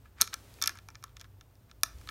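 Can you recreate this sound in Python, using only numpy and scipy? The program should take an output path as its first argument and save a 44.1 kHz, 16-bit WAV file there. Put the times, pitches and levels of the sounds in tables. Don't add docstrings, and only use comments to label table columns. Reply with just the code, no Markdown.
import sys
import numpy as np
from scipy import signal
from scipy.fft import rfft, irfft, next_fast_len
from scipy.io import wavfile
from scipy.ndimage import map_coordinates

SR = 44100
rng = np.random.default_rng(int(sys.argv[2]) if len(sys.argv) > 2 else 0)


def to_wav(sig):
    pcm = np.clip(np.atleast_2d(sig), -1, 1) * 32767
    pcm = np.round(pcm).astype(np.int16)
    wavfile.write(sys.argv[1], SR, pcm.T)


def decibels_to_gain(level_db):
    exponent = np.asarray(level_db, float) / 20
    return 10 ** exponent


N = 92610


def unit(x):
    return x / np.sqrt(np.mean(x ** 2) + 1e-20)


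def along(points, hz):
    f, v = np.transpose(points)
    return np.interp(np.log(hz + 1), np.log(f + 1), v)


def filtered(x, response):
    m = next_fast_len(N + SR // 2)
    return irfft(rfft(x, m) * response(np.fft.rfftfreq(m, 1 / SR)), m)[:N]


def colored(x, color):
    return unit(filtered(x, lambda hz: decibels_to_gain(along(color, hz))))


def wobble(rate):
    return map_coordinates(rng.standard_normal(N // 40), [np.arange(N) * rate / SR])


def ring(modes, rise_s, t):
    hz, db, t60 = np.transpose(modes)[..., None]
    level_draw, pitch_draw, phase_draw = rng.standard_normal((3, len(modes), 1))
    fade = decibels_to_gain(db + 1.5 * level_draw - 60 * t / t60)
    flip = np.pi * np.arange(len(modes))[:, None]
    phase = 2 * np.pi * hz * (1 + .012 * pitch_draw) * t + .25 * phase_draw + flip
    tone = (fade * np.sin(phase)).sum(0) * (1 - np.exp(-t / rise_s))

    soon = t[:SR // 40]
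    chatter = decibels_to_gain(-21 - 60 * soon / .003)
    buzz = decibels_to_gain(-30.5 - 60 * soon / .024)
    rattle = (chatter + buzz) * rng.standard_normal(len(soon))
    rattle[0] = 1
    tone = signal.fftconvolve(tone, rattle)[:len(t)]
    return tone / np.sqrt(np.mean(tone[:100] ** 2))


# (time [s], screw tick level [dB], shell
# level over tick [dB], flap level over tick [dB], edge level over tick [dB])
CLICKS = [(0.2082, -45, 12.5, 4, -10.5), (0.213, -27.5, -1.5, 0.5, 7.5), (0.2182, -24, -4, -10.5, 1.5),
          (0.2274, -40, -2, 0, -4), (0.241, -49, 5.5, 0, -10), (0.275, -40.5, -2, -4, -12),
          (0.333, -52.5, -2.5, 13.5, -8), (0.3405, -35, -3, -2, -3), (0.616, -36, -4, -6, -10),
          (0.6238, -24, -12, -12, -8), (0.6388, -26.5, -8.5, -5.5, -15), (0.6442, -41.5, 1.5, -6, -19),
          (0.6503, -46, -4.5, -4, -19), (0.658, -39.5, -8, -4.5, -12), (0.6595, -32, -7.5, -12, -10),
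          (0.6743, -22.5, -16, -6.5, -6), (0.6765, -26.5, -9.5, -4, -8.5), (0.6933, -35, 0, -8.5, -13),
          (1.8334, -36, -20, -20, 12), (2.0735, -60, 13, 11, 0), (2.0891, -43, 7, 5.5, -17),
          (2.0952, -56.5, -11, -1, -1),
          (0.056, -83.5, 26.5, 10, 6), (0.5402, -57.5, -11, -4, -4), (0.586, -68, 14, -28, -12),
           (0.754, -63.5, 14, -10, 2), (0.773, -51, -4, -11, -22), (0.7872, -56, 6.5, 4.5, -5),
           (0.8864, -47.5, 2.5, -7, -10.5), (0.9026, -54, -3.5, -14, -13), (0.947, -65.5, 11, 2, -15),
           (0.9539, -47, 0.5, -5, -23), (1.0262, -55, 1, -8, -15), (1.0342, -65.5, -5.5, -5, -17),
           (1.0393, -41.5, 0, -7.5, -6.5), (1.0795, -76, 0, 10, -13), (1.0933, -72.5, 7, 3, -7),
           (1.168, -47.5, -5, -2, -15), (1.197, -52.5, -13, -2.5, -10), (1.2049, -51.5, -14, -9, -31),
           (1.2124, -45.5, -5.5, -4, -11.5), (1.243, -64, 9, 5, -8.5), (1.41, -54, -1.5, -0.5, -12),
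           (1.554, -66, -11, -7.5, -9), (1.696, -75, 14, 2, -12), (1.713, -55, 0.5, 1, -14),
           (1.811, -72, -12, -2, -1.5), (1.985, -60, -7, -5, -12), (2.0123, -58.5, 4, -7, -7)]
# (frequency [Hz], level [dB], t60 [s])
TICK = [(5030, -4, .005), (5550, -1, .006), (6150, 0, .004), (6750, -1, .004)]
SHELL = [(670, -20, .035), (930, -17, .02), (1130, -5, .02), (1330, 0, .03), (1560, -9, .02),
         (1740, -3, .026), (2120, -9, .016), (2360, -2, .02)]
FLAP = [(2700, -11, .009), (3230, -4, .008), (3580, -3, .009), (4050, -1, .006), (4550, -5, .005)]
EDGE = [(8400, -2, .003), (9250, -2, .003), (10000, -4, .003), (11000, -2, .003), (12000, -3, .003),
        (13100, -8, .003), (14300, -12, .003), (15400, -12, .003)]


def contacts():
    out, t = np.zeros(N + SR), np.arange(SR // 12) / SR
    snap_s, shell_s = .00012, .0011
    for s, db, shell_db, flap_db, edge_db in CLICKS:
        hit = decibels_to_gain(-0.8) * ring(TICK, snap_s, t)
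        hit += decibels_to_gain(shell_db - 1.85) * ring(SHELL, shell_s, t)
        hit += decibels_to_gain(flap_db + 0.65) * ring(FLAP, snap_s, t)
        hit += decibels_to_gain(edge_db + 3) * ring(EDGE, snap_s, t)
        out[round(s * SR):][:len(t)] += decibels_to_gain(db) * hit
    return out[:N]


# (frequency [Hz], level [dB], t60 [s])
SEATED = [(663, -29.5, 0.035), (1150, -14, 0.019), (1314, -13.5, 0.029), (1730, -16, 0.027),
          (2324, -14.5, 0.021), (2780, -21.5, 0.0092), (3550, -12.5, .012), (4030, -7.5, 0.0075),
          (4900, -10, 0.0084), (5600, -2.5, 0.0055), (6150, -0.5, 0.0054), (6760, -3, 0.0055)]


def snap_home():
    out, t = np.zeros(N + SR), np.arange(SR // 12) / SR
    out[round(1.8334 * SR):][:len(t)] += decibels_to_gain(-16.5) * ring(SEATED, .00026, t)
    return out[:N]


# (time [s], frequency [Hz], level [dB], t60 [s])
BELLIES = [(0.054, 1236, -66, .05), (.2078, 2340, -30, .012), (0.2129, 6340, -1, 0.0051),
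           (0.214, 5500, -17, 0.007), (0.2184, 4210, -3, 0.0043), (0.2182, 6430, -9, 0.0044),
           (.219, 5450, -15.5, 0.0094), (0.223, 4200, -30, 0.013), (.2285, 4460, -36, 0.016),
           (0.3408, 5900, -27.5, 0.012), (.617, 1300, -33, 0.021), (.616, 3550, -32.5, 0.042),
           (.6237, 3550, -29.5, 0.048), (0.6236, 5550, -10, 0.006), (0.6372, 2230, -38, 0.023),
           (.6764, 3250, -41, .011), (0.6758, 5200, -26, 0.0095), (.6764, 2130, -32, 0.022),
           (0.692, 5960, -46, .007), (0.755, 950, -49, 0.028), (0.7882, 1330, -58, .03),
           (0.887, 895, -41, .02), (0.8852, 1330, -70, 0.033), (0.9522, 1300, -59, .025),
           (.9542, 5750, -50, .007), (1.0385, 1150, -35.5, .025), (1.0407, 1330, -48, .035),
           (1.038, 3850, -43, .012), (1.168, 3840, -46, .014), (1.168, 2260, -55.5, .018),
           (1.2056, 3200, -55.5, .012), (1.211, 670, -54, .03), (1.211, 3950, -50, .01),
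           (0.6597, 6100, -30, .005), (.6389, 5600, -28, .007), (.616, 5600, -20, .007),
           (1.245, 1351, -58, 0.037), (1.713, 5690, -46, 0.0081), (1.846, 6390, -38, .015),
           (1.8335, 11950, -14, .006), (1.8335, 10950, -17, .005), (1.8335, 6250, -14, .006),
           (.2128, 7300, -14, .003), (1.6995, 5000, -56, .006), (2.0737, 3520, -46, 0.0074),
           (2.0885, 5950, -41, 0.0096), (2.0871, 3530, -44, 0.012)]


def singing_modes():
    out, t = np.zeros(N + SR), np.arange(SR // 12) / SR
    rise = 1 - np.exp(-t / .0003)
    for s, hz, db, t60 in BELLIES:
        out[round(s * SR):][:len(t)] += decibels_to_gain(db - 60 * t / t60) * rise * np.sin(2 * np.pi * hz * t)
    return out[:N]


def screw_on_shell():
    small_hz = 614
    ringing = contacts() + snap_home() + singing_modes()
    return filtered(ringing, lambda hz: (1j * hz / (small_hz + 1j * hz)) ** 2)


# (peak time [s], rise [s], fall [s], level [dB])
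SCUFFS = [(.058, 0.011, 0.026, -67.5), (0.195, 0.024, 0.011, -57), (0.211, 0.0068, 0.017, -36.5),
          (.333, 0.0046, 0.0058, -40.5), (0.628, 0.01, 0.011, -47), (0.66, 0.0029, 0.0089, -46.5),
          (0.681, 0.0082, 0.035, -49.5), (.72, .015, 0.014, -66), (0.755, 0.0045, 0.031, -59),
          (.91, 0.011, 0.0082, -70), (1.06, 0.024, 0.05, -73), (1.168, 0.005, 0.011, -59.5),
          (1.21, 0.0092, 0.015, -60), (1.247, 0.0056, 0.01, -60), (1.699, .012, 0.017, -69),
          (2.014, 0.0038, 0.0098, -70.5), (2.078, 0.0053, 0.015, -60.5)]
# (frequency [Hz], level [dB])
SCUFF_TONE = [(400, -24), (900, -3), (1300, 5.5), (1900, 1.5), (3600, -6), (5700, -10), (9000, -18.5),
              (16000, -29)]


def scuffs():
    t = np.arange(N) / SR
    stroke = np.zeros(N)
    for s, rise, fall, db in SCUFFS:
        width = np.maximum(np.where(t < s, rise, fall), .004)
        stroke += decibels_to_gain(db) * np.exp(-((t - s) / width) ** 2)
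    grit = decibels_to_gain(3 * wobble(1500)) * rng.standard_normal(N)
    return stroke * colored(grit, SCUFF_TONE)


# (time [s], level [dB], frequency [Hz], length [s])
PUSHES = [
    (.222, -43.5, 238, 0.0042),
    (0.231, -53, 421, 0.0092),
    (0.638, -60.5, 283, 0.029),
    (0.708, -55, 335, 0.0071),
    (1.846, -62, 265, 0.0088),
    (1.959, -41, 65, 0.015),
    (2.003, -43.5, 70.6, 0.01),
    (2.076, -49, 59.4, 0.026),
]


def pushes():
    t = np.arange(N) / SR
    out = np.zeros(N)
    for s, db, hz, length in PUSHES:
        out -= decibels_to_gain(db) * np.exp(-((t - s) / length) ** 2) * np.sin(2 * np.pi * hz * (t - s))
    return out


# (frequency [Hz], t60 [s])
ROOM = [(500, .4), (2000, .3), (6000, .26), (10000, .17), (15000, .13)]
# (frequency [Hz], level [dB])
ROOM_TONE = [(500, 5.5), (1500, 0), (3000, -3), (6000, -3.5), (9000, -5.5), (14000, -1.5)]


def room(x):
    out, step = np.zeros(N + 2 * SR), SR // 10
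    gap_s, rise_s = .0085, .0052
    for i in range(0, N, step):
        hz, t, z = signal.stft(rng.standard_normal(SR // 2), SR, nperseg=256)
        fade_db = along(ROOM_TONE, hz)[:, None] - 60 * t / along(ROOM, hz)[:, None]
        tail = signal.istft(z * decibels_to_gain(fade_db), SR, nperseg=256)[1]
        tail = tail * (1 - np.exp(-np.arange(len(tail)) / SR / rise_s))
        wet = signal.fftconvolve(x[i:i + step], tail / np.linalg.norm(tail))
        out[i + round(gap_s * SR):][:len(wet)] += wet
    return decibels_to_gain(-21.5) * out[:N]


# (frequency [Hz], width [Hz], level [dB])
HUM = [(58, 22, -61), (96, 12, -61), (119, 11, -67)]
# (frequency [Hz], level per Hz [dB])
AIR = [(25, -40.5), (50, -13), (100, 4.5), (200, -4.5), (400, -13), (800, -14), (1600, -20.5), (3500, -42)]


def background():
    out = decibels_to_gain(-66.5) * colored(rng.standard_normal(N), AIR)
    whine = (9100, 250, -88.5)
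    for hz, width, db in [*HUM, whine]:
        band = filtered(rng.standard_normal(N), lambda f: 1 / (1 + ((f - hz) / width * 1.4) ** 2) ** 2)
        out += decibels_to_gain(db) * unit(band)
    return out


def scene():
    work = screw_on_shell() + scuffs()
    return (work + room(work) + pushes() + background())[None]


# (time [s], level [dB])
SUPPRESSOR = [
    (0, -75.5),
    (.17, -84),
    (0.214, -64),
    (0.679, -60),
    (.8, -69.5),
    (1.251, -79.5),
    (1.35, -90),
    (1.824, -94),
    (1.841, -65.5),
    (2.1, -58.5),
]
# (frequency [Hz], level per Hz [dB])
OPEN = [(300, 12), (1200, 1.5), (3000, 0.5), (7500, -3), (12000, -5.5), (16000, -7.5)]
HISS = [(150, 15), (400, 12), (1200, -0.5), (3000, -2), (7500, -5.5), (10500, -9.5), (13500, -0.5),
        (16000, -4)]


def recorder_hiss():
    s, db = np.transpose(SUPPRESSOR)
    gate_db = np.interp(np.arange(N) / SR, s, db) + .8 * wobble(2.7)
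    air_hiss = decibels_to_gain(gate_db) * colored(rng.standard_normal(N), OPEN)
    return air_hiss + decibels_to_gain(-68.5) * colored(rng.standard_normal(N), HISS)


def band_limit(hz):
    top_hz, edge_hz = 15900, 70
    edge = np.clip((hz - top_hz) / edge_hz, -30, 30)
    leak = decibels_to_gain(-20 - np.abs(hz - top_hz) / 50)
    return 1 / (1 + np.exp(edge)) + leak / (1 + np.exp(-edge))


def top_cut(x):
    return signal.sosfilt(signal.butter(12, 17330, fs=SR, output="sos"), x)


def record(dry):
    mix = filtered(dry[0] + recorder_hiss(), band_limit)[None]
    return top_cut(mix)


dry = scene()
out = record(dry)
to_wav(out)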